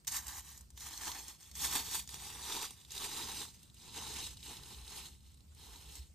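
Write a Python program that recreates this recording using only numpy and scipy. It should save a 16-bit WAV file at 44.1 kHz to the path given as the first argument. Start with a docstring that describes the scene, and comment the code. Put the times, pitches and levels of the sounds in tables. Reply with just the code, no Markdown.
"""Someone walks away through dry leaves and grass, heard by a phone in the open boot of a car.
Throughout: far hum (wavering tone and noise), low rumble and faint rustle (coloured noise).
From the start: eight footfalls of dense crackle (tiny decaying sines on noise), with single snaps (noise bursts).
In each footfall body swells as the foot takes the load; the raised hatch and boot edge add short echoes.
Towards the end the leaf colour has glided from near to far and the echo comb has drifted up."""
import sys
import numpy as np
from scipy import signal
from scipy.fft import rfft, irfft, next_fast_len
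from scipy.io import wavfile
from scipy.ndimage import uniform_filter1d, map_coordinates

SR = 44100
rng = np.random.default_rng(int(sys.argv[2]) if len(sys.argv) > 2 else 0)


def generate_wav(sig):
    """Save sig (samples, or channels by samples) to the path in sys.argv[1] as 16-bit PCM at SR."""
    pcm = np.round(np.clip(np.atleast_2d(sig).T, -1, 1) * 32767).astype(np.int16)
    wavfile.write(sys.argv[1], SR, pcm)


N = 270896

# hum and rumble gains: time_s, hum_db, rumble_db
BACKGROUND_GAINS = [(0.0, -76, -73), (0.12, -57.5, -62), (0.26, -58, -67.5), (1.14, -62.5, -67),
                    (1.42, -69.5, -70.5), (1.61, -57.5, -60.5), (2.82, -65, -66.5), (3.18, -62.5, -61.5),
                    (3.81, -70.5, -65.5), (3.9, -60.5, -60.5), (5.56, -59, -67.5), (5.97, -58.5, -65),
                    (6.0, -50, -66), (6.14, -63, -70.5)]
# spectra, relative, scaled to rms 1 before the gain: freq_hz, density_db
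HUM_SPECTRUM = [(20, -34), (45, -9), (64, 2.5), (90, -9), (130, -23), (200, -63)]
RUMBLE_SPECTRUM = [(20, -39), (60, -4.5), (150, -1), (274, -12.5), (500, -34.5), (700, -77)]
RUSTLE_SPECTRUM = [(200, -36), (300, 5), (700, -3.5), (1800, -8.5), (3700, -5.5), (6500, -6), (9000, -3),
                   (12000, -12.5), (15500, -7)]

# crackle gain, one list per footfall from landing to settling: time_s, crackle_db
FOOTFALL_CRACKLE = [
    [(.066, -85), (.076, -36), (.105, -49), (.17, -39), (.22, -57), (.26, -53.5), (.29, -49), (.32, -50.5),
     (.385, -46), (.42, -62), (.49, -54), (.58, -59.5), (.66, -77)],
    [(.76, -69), (.78, -58), (.83, -50.5), (.89, -52.5), (1.01, -50.5), (1.08, -40.5), (1.14, -50),
     (1.18, -48.5), (1.26, -57), (1.29, -49.5), (1.38, -69), (1.43, -58.5), (1.52, -66)],
    [(1.54, -64.5), (1.56, -50), (1.6, -44), (1.655, -36), (1.69, -42), (1.77, -38.5), (1.85, -49),
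     (1.95, -39), (2.0, -45.5), (2.05, -62.5)],
    [(2.06, -69), (2.1, -53), (2.19, -51), (2.24, -47.5), (2.37, -51.5), (2.53, -42), (2.63, -44),
     (2.75, -60.5), (2.89, -65.5)],
    [(2.9, -64), (2.912, -52), (2.95, -47), (3.03, -41.5), (3.09, -47.5), (3.18, -44), (3.33, -48),
     (3.42, -43), (3.52, -62), (3.7, -70)],
    [(3.75, -67), (3.86, -54.5), (3.92, -55.5), (3.96, -47.5), (4.09, -48), (4.24, -44), (4.34, -59),
     (4.41, -63.5)],
    [(4.415, -69), (4.435, -53.5), (4.51, -48), (4.62, -58.5), (4.72, -53), (4.84, -59), (4.88, -54.5),
     (4.99, -48), (5.08, -55), (5.2, -73.5), (5.27, -66), (5.45, -81)],
    [(5.53, -78), (5.58, -62), (5.62, -60), (5.66, -56), (5.83, -60), (5.96, -54), (6.03, -61.5),
     (6.11, -82)],
]
# load per footfall: full_load_s, body_db (re crackle, at full load), fine_db (re crackle)
FOOTFALL_LOADS = [(.3, -8.5, -3), (1.1, -6.5, -6), (1.8, -8, -3.5), (2.5, -6, -8), (3.22, -5.5, -8),
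                  (4.0, -5, -10.5), (4.6, -4.5, -8), (5.67, -4.5, -6)]
# single leaf and stalk breaks, gain before ground colour: start_s, level_db, pitch_hz
SNAPS = [(0.0473, -47, 2840), (0.0704, -33, 6130), (0.1211, -28.5, 8060), (0.1655, -26.5, 8210),
         (0.2678, -34.5, 7600), (0.2813, -29.5, 8580), (0.576, -41, 7560), (0.609, -44.5, 7620),
         (0.7033, -45, 6830), (0.7754, -37.5, 3400), (0.8066, -40, 7960), (0.8869, -38, 7120),
         (0.9325, -36, 4450), (0.9762, -34, 6300), (1.0345, -36, 6100), (1.1164, -29, 4480),
         (1.2815, -32.5, 6900), (1.4287, -45, 6590), (1.5135, -40, 5400), (1.5534, -34, 6410),
         (1.6494, -27, 5600), (1.7125, -28.5, 6920), (1.7524, -21.5, 9250), (1.7694, -32.5, 4610),
         (1.9964, -32, 3320), (2.0752, -36.5, 5800), (2.0906, -32.5, 4330), (2.142, -30, 5760),
         (2.5242, -32, 3670), (2.5654, -31, 4410), (2.7067, -36.5, 9130), (2.8134, -49, 3680),
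         (2.8489, -44, 3600), (2.9064, -38, 5970), (2.9183, -32, 6330), (2.9786, -29.5, 4040),
         (3.1672, -34, 3760), (3.4164, -33, 3890), (3.6301, -43.5, 8900), (3.6985, -51.5, 3700),
         (3.7434, -47.5, 8420), (3.9434, -43, 3800), (4.3705, -41, 4080), (4.4283, -40, 4020),
         (4.5685, -39, 4030), (4.6337, -40, 3590), (4.7446, -42, 3670), (4.8778, -38.5, 4150),
         (5.2051, -55, 4060), (5.3727, -54, 3730), (5.4056, -55, 4580), (5.5483, -50, 8960),
         (5.9539, -37, 7870)]
# leaf colour reaching the boot from near and from far: freq_hz, gain_db
NEAR_COLOUR = [(150, -24), (300, -4), (560, -23), (800, -3.5), (1150, -3), (1350, -10.5), (1850, -2.5),
               (2300, -9), (3100, -7.5), (3600, -9), (4200, -8.5), (6000, -1), (9500, -4), (15500, -3)]
FAR_COLOUR = [(150, -12.5), (300, -5.5), (450, -1), (600, -16.5), (860, -4.5), (1150, -14), (1500, -15),
              (2400, -7.5), (3100, -3.5), (3750, -2.5), (6500, -6.5), (9300, -3.5), (12000, -6),
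              (15500, -7)]
# walker receding: time_s, distance_m
WALK = [(0, 3.05), (1.7, 5.2), (3.6, 8.3), (4.6, 9.5), (6.14, 10.6)]

# hatch echoes: extra_delay_ms (after the first), gain_db, sign
HATCH_ECHOES = [(0, -12, 1), (.06, -17, -1), (.2, -18, 1)]
# boot edge echo, inverted: delay_ms, gain_db
SILL_ECHO = (.385, -16)
# likeness of the two ports for the feet: freq_hz, likeness (0 to 1)
FEET_LIKENESS = [(300, .92), (600, .4), (900, .93), (2200, .72), (3700, .93), (5600, .45), (6800, .85),
                 (8000, .97), (15000, .96)]
# phase by which the left port leads: freq_hz, lead_rad
LEFT_LEAD = [(400, 0), (620, -1.8), (900, -.1), (5000, .3), (6600, -.9), (7900, 0), (10550, 3.14),
             (13050, 6.28), (15200, 9.42)]
# left port over right: freq_hz, left_over_right_db
LEFT_BALANCE = [(300, -0.5), (1000, -1.5), (4000, -1.5), (6200, -3), (7200, -0.5)]

# body at first touch, once landed, and as the leaves settle, re full load
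TOUCH_DB, LANDED_DB, SETTLING_DB = -17.5, -4.5, -10
LANDING_S, EDGE_S = 0.067, 0.026  # first touch to landed; fade outside each footfall
SNAP_T60_S, CRACK_T60_S, SNAP_RISE_S = 0.035, 0.0045, 0.00041
NEAR_M, FAR_GROWTH = 3.0, 1.406  # all near colour at this distance; rate of the far colour taking over
HATCH_FAR_MS, HATCH_MS_M = 0.62, 1.5  # delay from far away; extra delay at 1 m, falling as 1 / distance
BAND_LIMIT_HZ = 15550


def amp(db):
    """Decibels to gain."""
    return 10 ** (np.asarray(db) / 20)


def unit(x):
    """Scale to rms 1."""
    return x / np.sqrt(np.mean(x ** 2) + 1e-20)


def along(points, hz):
    """Interpolate (freq_hz, value) points on a log frequency axis."""
    freq_hz, value = np.transpose(points)
    return np.interp(np.log(hz + 1), np.log(freq_hz + 1), value)


def curves(rows):
    """One per-sample curve for each column after the time."""
    time_s, *columns = np.transpose(rows)
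    return [np.interp(np.arange(N) / SR, time_s, column) for column in columns]


def wobble(rate_hz):
    """Smooth random curve through rate_hz knots a second."""
    knots = rng.standard_normal(int(N * rate_hz / SR) + 4)
    return map_coordinates(knots, [np.arange(N) * rate_hz / SR])


def filtered(x, response):
    """Multiply the spectrum of x by a response of frequency."""
    size = next_fast_len(N + SR // 4)
    spectrum = rfft(x, size) * response(np.fft.rfftfreq(size, 1 / SR))
    return irfft(spectrum, size)[..., :N]


def ports(pair, likeness):
    """Mix a shared and an unshared sound to the likeness, lead and balance of the two microphone ports."""
    def angle(hz):
        return np.arccos(np.clip(along(likeness, hz), 0, 1)) / 2

    def left_half(hz):
        return amp(along(LEFT_BALANCE, hz) / 2) * np.exp(0.5j * along(LEFT_LEAD, hz))

    mid, side = filtered(pair, lambda hz: np.array([np.cos(angle(hz)), np.sin(angle(hz))]))
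    left_right = np.array([mid + side, mid - side])
    return filtered(left_right, lambda hz: np.array([left_half(hz), 1 / left_half(hz)]))


def patches(x, depth_db):
    """Each handful of leaves has its own colour: a random gain over time and pitch."""
    cells = signal.stft(x, nperseg=256)[2]
    field = rng.standard_normal(cells.shape[1:])
    field = uniform_filter1d(field, size=6, axis=0)  # over pitch
    field = uniform_filter1d(field, size=8, axis=1)  # over time
    return signal.istft(cells * amp(depth_db * unit(field)), nperseg=256)[1][:, :N]


def coloured_noise(spectrum):
    """Two independent channels of noise shaped to a spectrum."""
    white = rng.standard_normal((2, N))
    return unit(filtered(white, lambda hz: amp(along(spectrum, hz))))


def background():
    """Far hum, part wavering tone and part lumpy noise, a broad rumble and a faint wide rustle."""
    hum_db, rumble_db = curves(BACKGROUND_GAINS)
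    tone_hz = 65 + 6 * wobble(12)
    tone = np.sin(np.cumsum(tone_hz) * 2 * np.pi / SR)
    hum_noise = ports(coloured_noise(HUM_SPECTRUM), [(60, 0.92)])
    hum = amp(hum_db) * (0.9 * tone + 0.96 * hum_noise)
    rumble_noise = ports(coloured_noise(RUMBLE_SPECTRUM), [(60, 0.67), (160, 0.7), (450, 0.22)])
    rumble = amp(rumble_db) * rumble_noise
    rustle_db = -70.0 + 1.8 * wobble(4.91)
    rustle = amp(rustle_db) * patches(coloured_noise(RUSTLE_SPECTRUM), depth_db=2.5)
    return hum + rumble + ports(rustle, [(1500, 0.059), (4000, 0.075), (8000, 1.0)])


def car(x):
    """Short echoes off the car comb the sound into bands that drift up as the walker recedes."""
    def delayed(delay_ms):
        position = np.arange(N) - delay_ms * SR / 1000
        return np.array([map_coordinates(channel, [position]) for channel in x])

    hatch_ms = HATCH_FAR_MS + HATCH_MS_M / curves(WALK)[0]
    hatch = sum(sign * amp(db) * delayed(hatch_ms + extra_ms) for extra_ms, db, sign in HATCH_ECHOES)
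    sill_ms, sill_db = SILL_ECHO
    return x + hatch - amp(sill_db) * delayed(sill_ms)


def ground(x):
    """Glide the colour from near to far as the walker recedes."""
    far = np.clip(FAR_GROWTH * (1 - NEAR_M / curves(WALK)[0]), 0, 1)
    near_x = filtered(x, lambda hz: amp(along(NEAR_COLOUR, hz)))
    far_x = filtered(x, lambda hz: amp(along(FAR_COLOUR, hz)))
    return (1 - far) * near_x + far * far_x


def snaps():
    """Single breaks: a sharp crack and a fast-dying burst, half broad, half around the leaf's own pitch."""
    out, t = np.zeros((2, N + SR)), np.arange(SR // 8) / SR
    for start_s, level_db, pitch_hz in SNAPS:
        noise = rng.standard_normal((2, 2, len(t)))
        ring = signal.lfilter(*signal.iirpeak(pitch_hz, 2.5, SR), noise[0])
        burst = 0.4 * noise[1] + 0.49 * unit(ring)
        tail = amp(level_db - 60 * t / SNAP_T60_S)
        crack = amp(level_db + 3 - 60 * t / CRACK_T60_S)
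        rise = 1 - np.exp(-t / SNAP_RISE_S)
        out[:, round(start_s * SR):][:, :len(t)] += (tail + crack) * rise * burst
    return out[:, :N]


def crackle(cycles, scatter_db, count=36000, size=128):
    """Tiny breaks decaying over a few cycles, all pitches alike, a few far louder than the rest."""
    when, pitch, luck = rng.random((count, 3)).T
    hz, t = (700 + 15500 * pitch)[:, None], np.arange(size) / SR
    gain = amp(-scatter_db * np.log(luck + 1e-4))[:, None] * np.sqrt(hz)  # sqrt evens out grain energy
    grains = gain * np.sin(2 * np.pi * hz * t) * np.exp(-t * hz / cycles)
    index = (when * N).astype(int)[:, None] + np.arange(size)
    return unit(np.bincount(index.ravel(), grains.ravel(), N + size)[:N])


def surges(rate_hz, scatter_db, fade_s):
    """Leaves give way at random moments: a sudden rise, then an exponential fade."""
    when, luck = rng.random((round(rate_hz * N / SR), 2)).T
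    kicks = np.bincount((when * N).astype(int), amp(-scatter_db * np.log(luck + 1e-3)), N)
    return signal.lfilter([1], [1, -np.exp(-1 / (fade_s * SR))], kicks)


def footfalls():
    """Gains of the crackle, of the body that swells as the foot takes the load, and of the finest crackle."""
    t, gains = np.arange(N) / SR, np.zeros((3, N))
    for rows, (full_load_s, body_db, fine_db) in zip(FOOTFALL_CRACKLE, FOOTFALL_LOADS):
        time_s, crackle_db = np.transpose(rows)
        start_s, end_s = time_s[0], time_s[-1]
        edge = np.clip(1 + np.minimum(t - start_s, end_s - t) / EDGE_S, 0, 1)
        load_s = [start_s, start_s + LANDING_S, full_load_s, end_s]
        load_db = np.interp(t, load_s, [TOUCH_DB, LANDED_DB, 0, SETTLING_DB])
        relative_db = np.array([0 * t, body_db + load_db, fine_db + 0 * t])
        gains += edge * amp(np.interp(t, time_s, crackle_db) + relative_db)
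    return gains


def feet():
    """Crackle on a swish, in surges; the foot's weight adds body, brittle leaves add fine crackle."""
    crackle_gain, body_gain, fine_gain = footfalls()
    swish = rng.standard_normal((2, N))
    shared = crackle(cycles=3.35, scatter_db=2.0) + 1.44 * swish[0]
    leaves = np.array([shared, 2.09 * swish[1]])
    drag = 0.5 + 0.19 * surges(rate_hz=32, scatter_db=2.0, fade_s=0.0067)
    clumps = drag * amp(0.85 * wobble(30) + 0.27 * wobble(300))
    leaves = ground(patches(clumps * leaves, depth_db=1.5))
    body = filtered(leaves, lambda hz: 1 / (1 + (hz / 1700) ** 4))
    fine = filtered(leaves, lambda hz: 1 / (1 + (10500 / (hz + 1)) ** 8))
    middle = leaves - body - fine
    bed = crackle_gain * unit(middle) + body_gain * unit(body) + fine_gain * unit(fine)
    return bed + ground(snaps())


def scene():
    """Feet with car echoes, over the background, at the two ports."""
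    return background() + ports(car(feet()), FEET_LIKENESS)


def record(dry):
    """The phone keeps nothing above its band limit."""
    return filtered(dry, lambda hz: hz < BAND_LIMIT_HZ)


dry = scene()
out = record(dry)
generate_wav(out)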